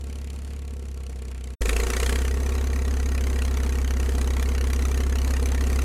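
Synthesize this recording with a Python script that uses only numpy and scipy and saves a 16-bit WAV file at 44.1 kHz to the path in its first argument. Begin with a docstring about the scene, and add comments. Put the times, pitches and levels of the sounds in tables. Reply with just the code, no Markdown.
"""A low, pulsing exhaust boom far down a snowy forest trail: an old crawler tractor towing a drag.
After a brief silence it is close by, labouring and picking up speed. Each firing booms in the stack,
barks in the pipe, spits a chuff of gas, rings the engine's steel and rattles loose panels.
A hollow drone sounds once a shaft turn; gears and tracks rustle underneath."""
import sys
import numpy as np
from scipy.fft import rfft, irfft, next_fast_len
from scipy.io import wavfile
from scipy.ndimage import map_coordinates

SR = 44100
rng = np.random.default_rng(int(sys.argv[2]) if len(sys.argv) > 2 else 0)


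def master(y):
    """Save y as 16-bit WAV."""
    cut = np.clip(np.atleast_2d(y).T, -1, 1)
    pcm = np.round(cut * 32767)  # scale
    wavfile.write(sys.argv[1], SR, pcm.astype(np.int16))


N = 257544
TIME = np.arange(N) / SR
AGE = np.arange(SR // 10) / SR  # s within one stroke


def near_tractor():
    """Close pass: the chuff is broad under load and gains a whistling edge as the engine runs free."""
    speed = [(1.6, 26.53), (1.72, 27.56), (1.85, 29.51), (2, 31.29), (2.2, 32.37), (2.45, 33.45),
             (2.9, 33.57), (3.4, 33.07), (3.9, 32.65), (4.5, 32.76), (5.1, 33.12)]  # time_s, firing_hz
    labour = [(2.05, 0.95), (2.4, 0)]  # time_s, load_fraction
    # voice levels: name -> free_db, full_load_gain_db, resonance_gain_db, rise_db_per_s
    voices = {"boom": (-23, 3.5, -4, 0.5), "drone": (-40.5, -1, -1.5, 0.6), "bark": (-43, 4.5, 2.5, -0.1),
              "chuff": (-40, 6.3, 1, .5)}
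    loaded_spectrum = [(250, -15), (450, 11.5), (800, -10), (1300, -0.5), (2000, -1), (2700, 0), (4200, -8),
                       (5200, -12), (6800, -11), (8500, -9), (10500, -10), (13000, -16.5), (15500, -27)]  # freq_hz, level_db
    free_spectrum = [(400, 9.5), (700, -0.5), (1550, -3), (1950, -4.5), (2500, 1), (3500, -6.5),
                     (4400, -7.5), (5400, -11), (6100, -1.5), (6700, -8), (7400, -15), (10000, -8.5),
                     (13800, -16.5), (15500, -28)]  # freq_hz, level_db
    rustle_spectrum = [(12, 7.5), (28, 10), (130, 10), (320, 12), (430, 13), (580, 4.5), (1100, 0.5),
                       (2200, -7.5), (3500, -12.5), (5300, -10.5), (6500, -11), (8000, -7), (11000, -15.5),
                       (13500, -15), (15500, -30)]  # freq_hz, level_db
    gate = [(1.607, 0), (1.61, 1)]  # time_s, gain
    count, firings = crank(speed, start_s=1.6206)
    load = np.clip(curve(labour), 0, 1)
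    approach_s = TIME - 4
    resonance = bell(curve(speed), 30.34, 0.97)  # pipe resonance: boom thins, bark swells
    db = {name: free_db + load_db * load + resonance_db * resonance + rise * approach_s
          for name, (free_db, load_db, resonance_db, rise) in voices.items()}
    low = amp(db["boom"]) * boom(count, tilt_db_per_oct=-1 - 2.1 * load)
    low += amp(db["drone"]) * drone(firings, start_hz=211.2, glide_hz=98.8, length_s=.0537, lead_s=.01776)
    low += amp(db["bark"]) * bark(firings, lead_s=.0085, stagger_s=.00098, rise_s=.0028)
    puffs = chuff(firings, rise_s=.003, decay_s=.0033, tick_db=-15, echo=.39, wander=.265)
    loaded = amp(-.5) * coloured(puffs, loaded_spectrum)
    puffs = chuff(firings, rise_s=.002, decay_s=.0036, tick_db=-17, echo=.54, wander=.262)
    free = amp(-4 + .49 * approach_s) * coloured(puffs, free_spectrum)  # grows as the stack nears
    hiss = amp(-9) * rustle([(1000, 3), (3000, -4.5), (7500, 5), (11000, -2), (15500, -17)])
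    high = np.sqrt(load) * (loaded + hiss) + np.sqrt(1 - load) * free
    high += amp(-7 + 2.1 * load) * knock(firings)
    panel_spectrum = [(500, 2), (1100, .5), (2100, -2.5), (3500, -8), (14000, -49)]
    high += amp(-10) * clatter(firings, panel_spectrum, t60_s=.11)
    high += amp(-.5 - 4.3 * load) * rustle(rustle_spectrum)
    return (low + amp(db["chuff"]) * high) * curve(gate)


def far_tractor():
    """Far pass: the tractor crawls away between trees, which dull its chuff."""
    speed = [(0, 34.25), (.25, 34.33), (.55, 34.78), (.8, 33.93), (1.1, 32.43), (1.35, 31.65),
             (1.55, 31.55)]  # time_s, firing_hz
    voices = {"boom": (-32, -.2), "drone": (-50, -1.6), "bark": (-53, 1.4), "chuff": (-51.5, 0.95)}  # voice levels: name -> start_db, drift_db_per_s
    lull = (0.88, 0.32, 3.3)  # brief treble dip: middle_s, half_width_s, depth_db
    chuff_spectrum = [(400, -32), (700, 1.5), (1500, -18), (2600, -4.5), (3500, -6), (4300, -4), (5200, -8),
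                      (7200, -4), (8000, -8), (10000, -8), (11600, -12.5), (14000, -22), (15500, -31)]  # freq_hz, level_db
    rustle_spectrum = [(25, 3), (130, 7.5), (230, 13), (450, 6), (580, 2), (1100, -5.5), (2400, -12.5),
                       (3500, -14), (8000, -14.5), (11000, -19), (13500, -27), (15500, -39)]  # freq_hz, level_db
    gate = [(1.53, 1), (1.555, 0)]  # time_s, gain
    count, firings = crank(speed, start_s=.0123)
    db = {name: start_db + drift * TIME for name, (start_db, drift) in voices.items()}
    low = amp(db["boom"]) * boom(count, tilt_db_per_oct=4.5)
    low += amp(db["drone"]) * drone(firings, start_hz=199, glide_hz=82, length_s=.029, lead_s=-.0129)
    low += amp(db["bark"]) * bark(firings, lead_s=.00706, stagger_s=.00085, rise_s=.0022)
    puffs = chuff(firings, rise_s=.0019, decay_s=.0023, tick_db=-30, echo=.38, wander=.04)
    high = amp(-1.15 - 1.9 * TIME) * coloured(puffs, chuff_spectrum)
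    panel_spectrum = [(600, -27), (1300, -4), (2400, 3.5), (3600, -7), (7000, -25), (14000, -33)]
    high += amp(-7) * clatter(firings, panel_spectrum, t60_s=.087)
    high += amp(-14.5) * knock(firings)
    high += amp(2.5) * rustle(rustle_spectrum)
    middle_s, half_width_s, depth_db = lull
    dip_db = depth_db * bell(TIME, middle_s, half_width_s)
    return (low + amp(db["chuff"] - dip_db) * high) * curve(gate)


def crank(speed, start_s):
    """Running firing count, and the time of each firing in s."""
    count = np.cumsum(curve(speed)) / SR
    count -= np.interp(start_s, TIME, count)
    return count, np.interp(np.arange(int(count[-1]) + 1), count, TIME)


def boom(count, tilt_db_per_oct, stack_hz=64, q=6, lead_cycles=.12):
    """Gas swings in the stack at multiples of the firing rate, lagging above its resonance."""
    stack_tones = [(1, -12.5), (2, 1.5), (3, -18.5), (4, -24.5), (5, -27.5)]  # harmonic, level_db
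    firing_hz = np.gradient(count) * SR + 1e-6
    swing = 0
    for k, db in stack_tones:
        lag = np.arctan(q * (k * firing_hz / stack_hz - stack_hz / (k * firing_hz)))
        gain = amp(db + tilt_db_per_oct * np.log2(k) + .32 * wobble(28))
        swing += gain * np.cos(2 * np.pi * k * (count + lead_cycles) - lag)
    return unit(swing)


def bark(firings, lead_s, stagger_s, rise_s):
    """Exhaust pulses ring the pipe; every other one arrives late, by a longer manifold branch."""
    pipe_modes = [(383.4, -1.5, 0.1), (469, 2.5, 0.072), (705, -8.5, 0.078), (915.4, -19.5, 0.19),
                  (1119, -11.5, 0.1), (1357, -14, 0.11)]  # pitch_hz, level_db, t60_s
    late_s = stagger_s * (np.arange(len(firings)) % 2)
    return ringing(firings - lead_s + late_s, pipe_modes, rise_s, scatter_db=1.5, detune=.009)


def chuff(firings, rise_s, decay_s, tick_db, echo, wander):
    """A turbulent gas jet at each firing, and a faint valve tick about half-way to the next."""
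    peak_s = .01
    t = AGE - peak_s
    jet = np.exp(-(np.minimum(t, 0) / rise_s) ** 2 - np.maximum(t, 0) / decay_s)
    tick = amp(tick_db) * bell(t, .014, .0037)
    spectra = rfft((jet + tick) * rng.standard_normal((len(firings), len(AGE))))
    # a reflection in the stack's mouth hollows each puff; its pitch shifts with the gas
    delay_s = .000683 * (1 + wander * rng.standard_normal((len(firings), 1)))
    hz = np.fft.rfftfreq(len(AGE), 1 / SR)
    spectra /= 1 - echo * np.exp(-2j * np.pi * hz * delay_s)
    return strokes(firings - peak_s, irfft(spectra, len(AGE)), scatter_db=2, jitter_s=.0005)


def drone(firings, start_hz, glide_hz, length_s, lead_s):
    """Once a shaft turn (two firings) a hollow tone swells, then dies as its pitch rises."""
    progress = np.clip(AGE / length_s, 0, 1)
    envelope = np.abs(np.sin(np.pi * progress ** .41))
    tone = envelope * np.sin(2 * np.pi * np.cumsum(start_hz + glide_hz * progress) / SR)
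    return unit(strokes(firings[::2] - lead_s, tone, scatter_db=1, jitter_s=.0002))


def knock(firings):
    """Each combustion rings the engine's steel."""
    steel_modes = [(1546, -16, 0.14), (1840, -2, 0.074), (1975, 2, 0.037), (2326, -4.5, 0.053),
                   (2630, -19, 0.058), (4053, -2.5, 0.035), (4704, -4.5, 0.03), (6313, 7.5, 0.014),
                   (6890, 4, 0.017), (9500, -14, 0.011)]  # pitch_hz, level_db, t60_s
    return ringing(firings - .0012, steel_modes, rise_s=.0008, scatter_db=3, detune=.03)


def clatter(firings, spectrum, t60_s):
    """Loose panels rattle briefly after each knock."""
    envelope = strokes(firings, amp(-60 * AGE / t60_s), scatter_db=2.5, jitter_s=.00032)
    return coloured(envelope * rng.standard_normal(N), spectrum)


def rustle(spectrum):
    """Gears and track links: noise with fast flutter and slow swell."""
    return coloured(rng.standard_normal(N) * amp(2.86 * wobble(170) + 1.2 * wobble(7.9)), spectrum)


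def ringing(times_s, modes, rise_s, scatter_db, detune):
    """Struck modes; strength and pitch vary per blow."""
    rings = 0
    for k, (hz, db, t60_s) in enumerate(modes):
        size, shift = rng.standard_normal((2, len(times_s), 1))
        envelope = amp(db + scatter_db * size - 60 * AGE / t60_s)
        rings += (-1) ** k * envelope * np.sin(2 * np.pi * hz * (1 + detune * shift) * AGE)
    attack = 1 - np.exp(-AGE / rise_s)
    return unit(strokes(times_s, rings * attack, scatter_db=1.5, jitter_s=.00015))


def strokes(times_s, shapes, scatter_db, jitter_s):
    """One shape at each time, scattered in strength and timing."""
    size, slip = rng.standard_normal((len(times_s), 2)).T
    starts = np.round((times_s + jitter_s * slip) * SR).astype(int)
    index = starts[:, None] + np.arange(len(AGE))
    inside = (index >= 0) & (index < N)
    scaled = amp(scatter_db * size)[:, None] * shapes
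    return np.bincount(index[inside], scaled[inside], N)


def coloured(x, spectrum):
    """Shape x by (freq_hz, level_db) points; rms 1."""
    freq_hz, db = np.transpose(spectrum)
    return unit(filtered(x, lambda hz: amp(np.interp(np.log(hz + 1), np.log(freq_hz), db, left=-60))))


def filtered(x, response):
    """Apply the gain response(hz)."""
    size = next_fast_len(N + SR // 2)
    return irfft(rfft(x, size) * response(np.fft.rfftfreq(size, 1 / SR)), size)[:N]


def curve(points):
    """(time_s, value) points to one value per sample."""
    return np.interp(TIME, *np.transpose(points))


def wobble(knots_per_s):
    """Smooth random curve."""
    return map_coordinates(rng.standard_normal(int(N * knots_per_s / SR) + 4), [TIME * knots_per_s])


def bell(x, middle, half_width):
    """Gaussian bump of height 1."""
    return np.exp(-((x - middle) / half_width) ** 2)


def amp(db):
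    """Decibels to gain."""
    return 10 ** (np.asarray(db) / 20)


def unit(x):
    """Scale to rms 1."""
    return x / np.sqrt(np.mean(x ** 2) + 1e-20)


def scene():
    """Both passes, in dead air over snow."""
    return (far_tractor() + near_tractor())[None]


def record(dry):
    """Microphone band limit."""
    return filtered(dry[0], lambda hz: hz < 15900)[None]


dry = scene()
out = record(dry)
master(out)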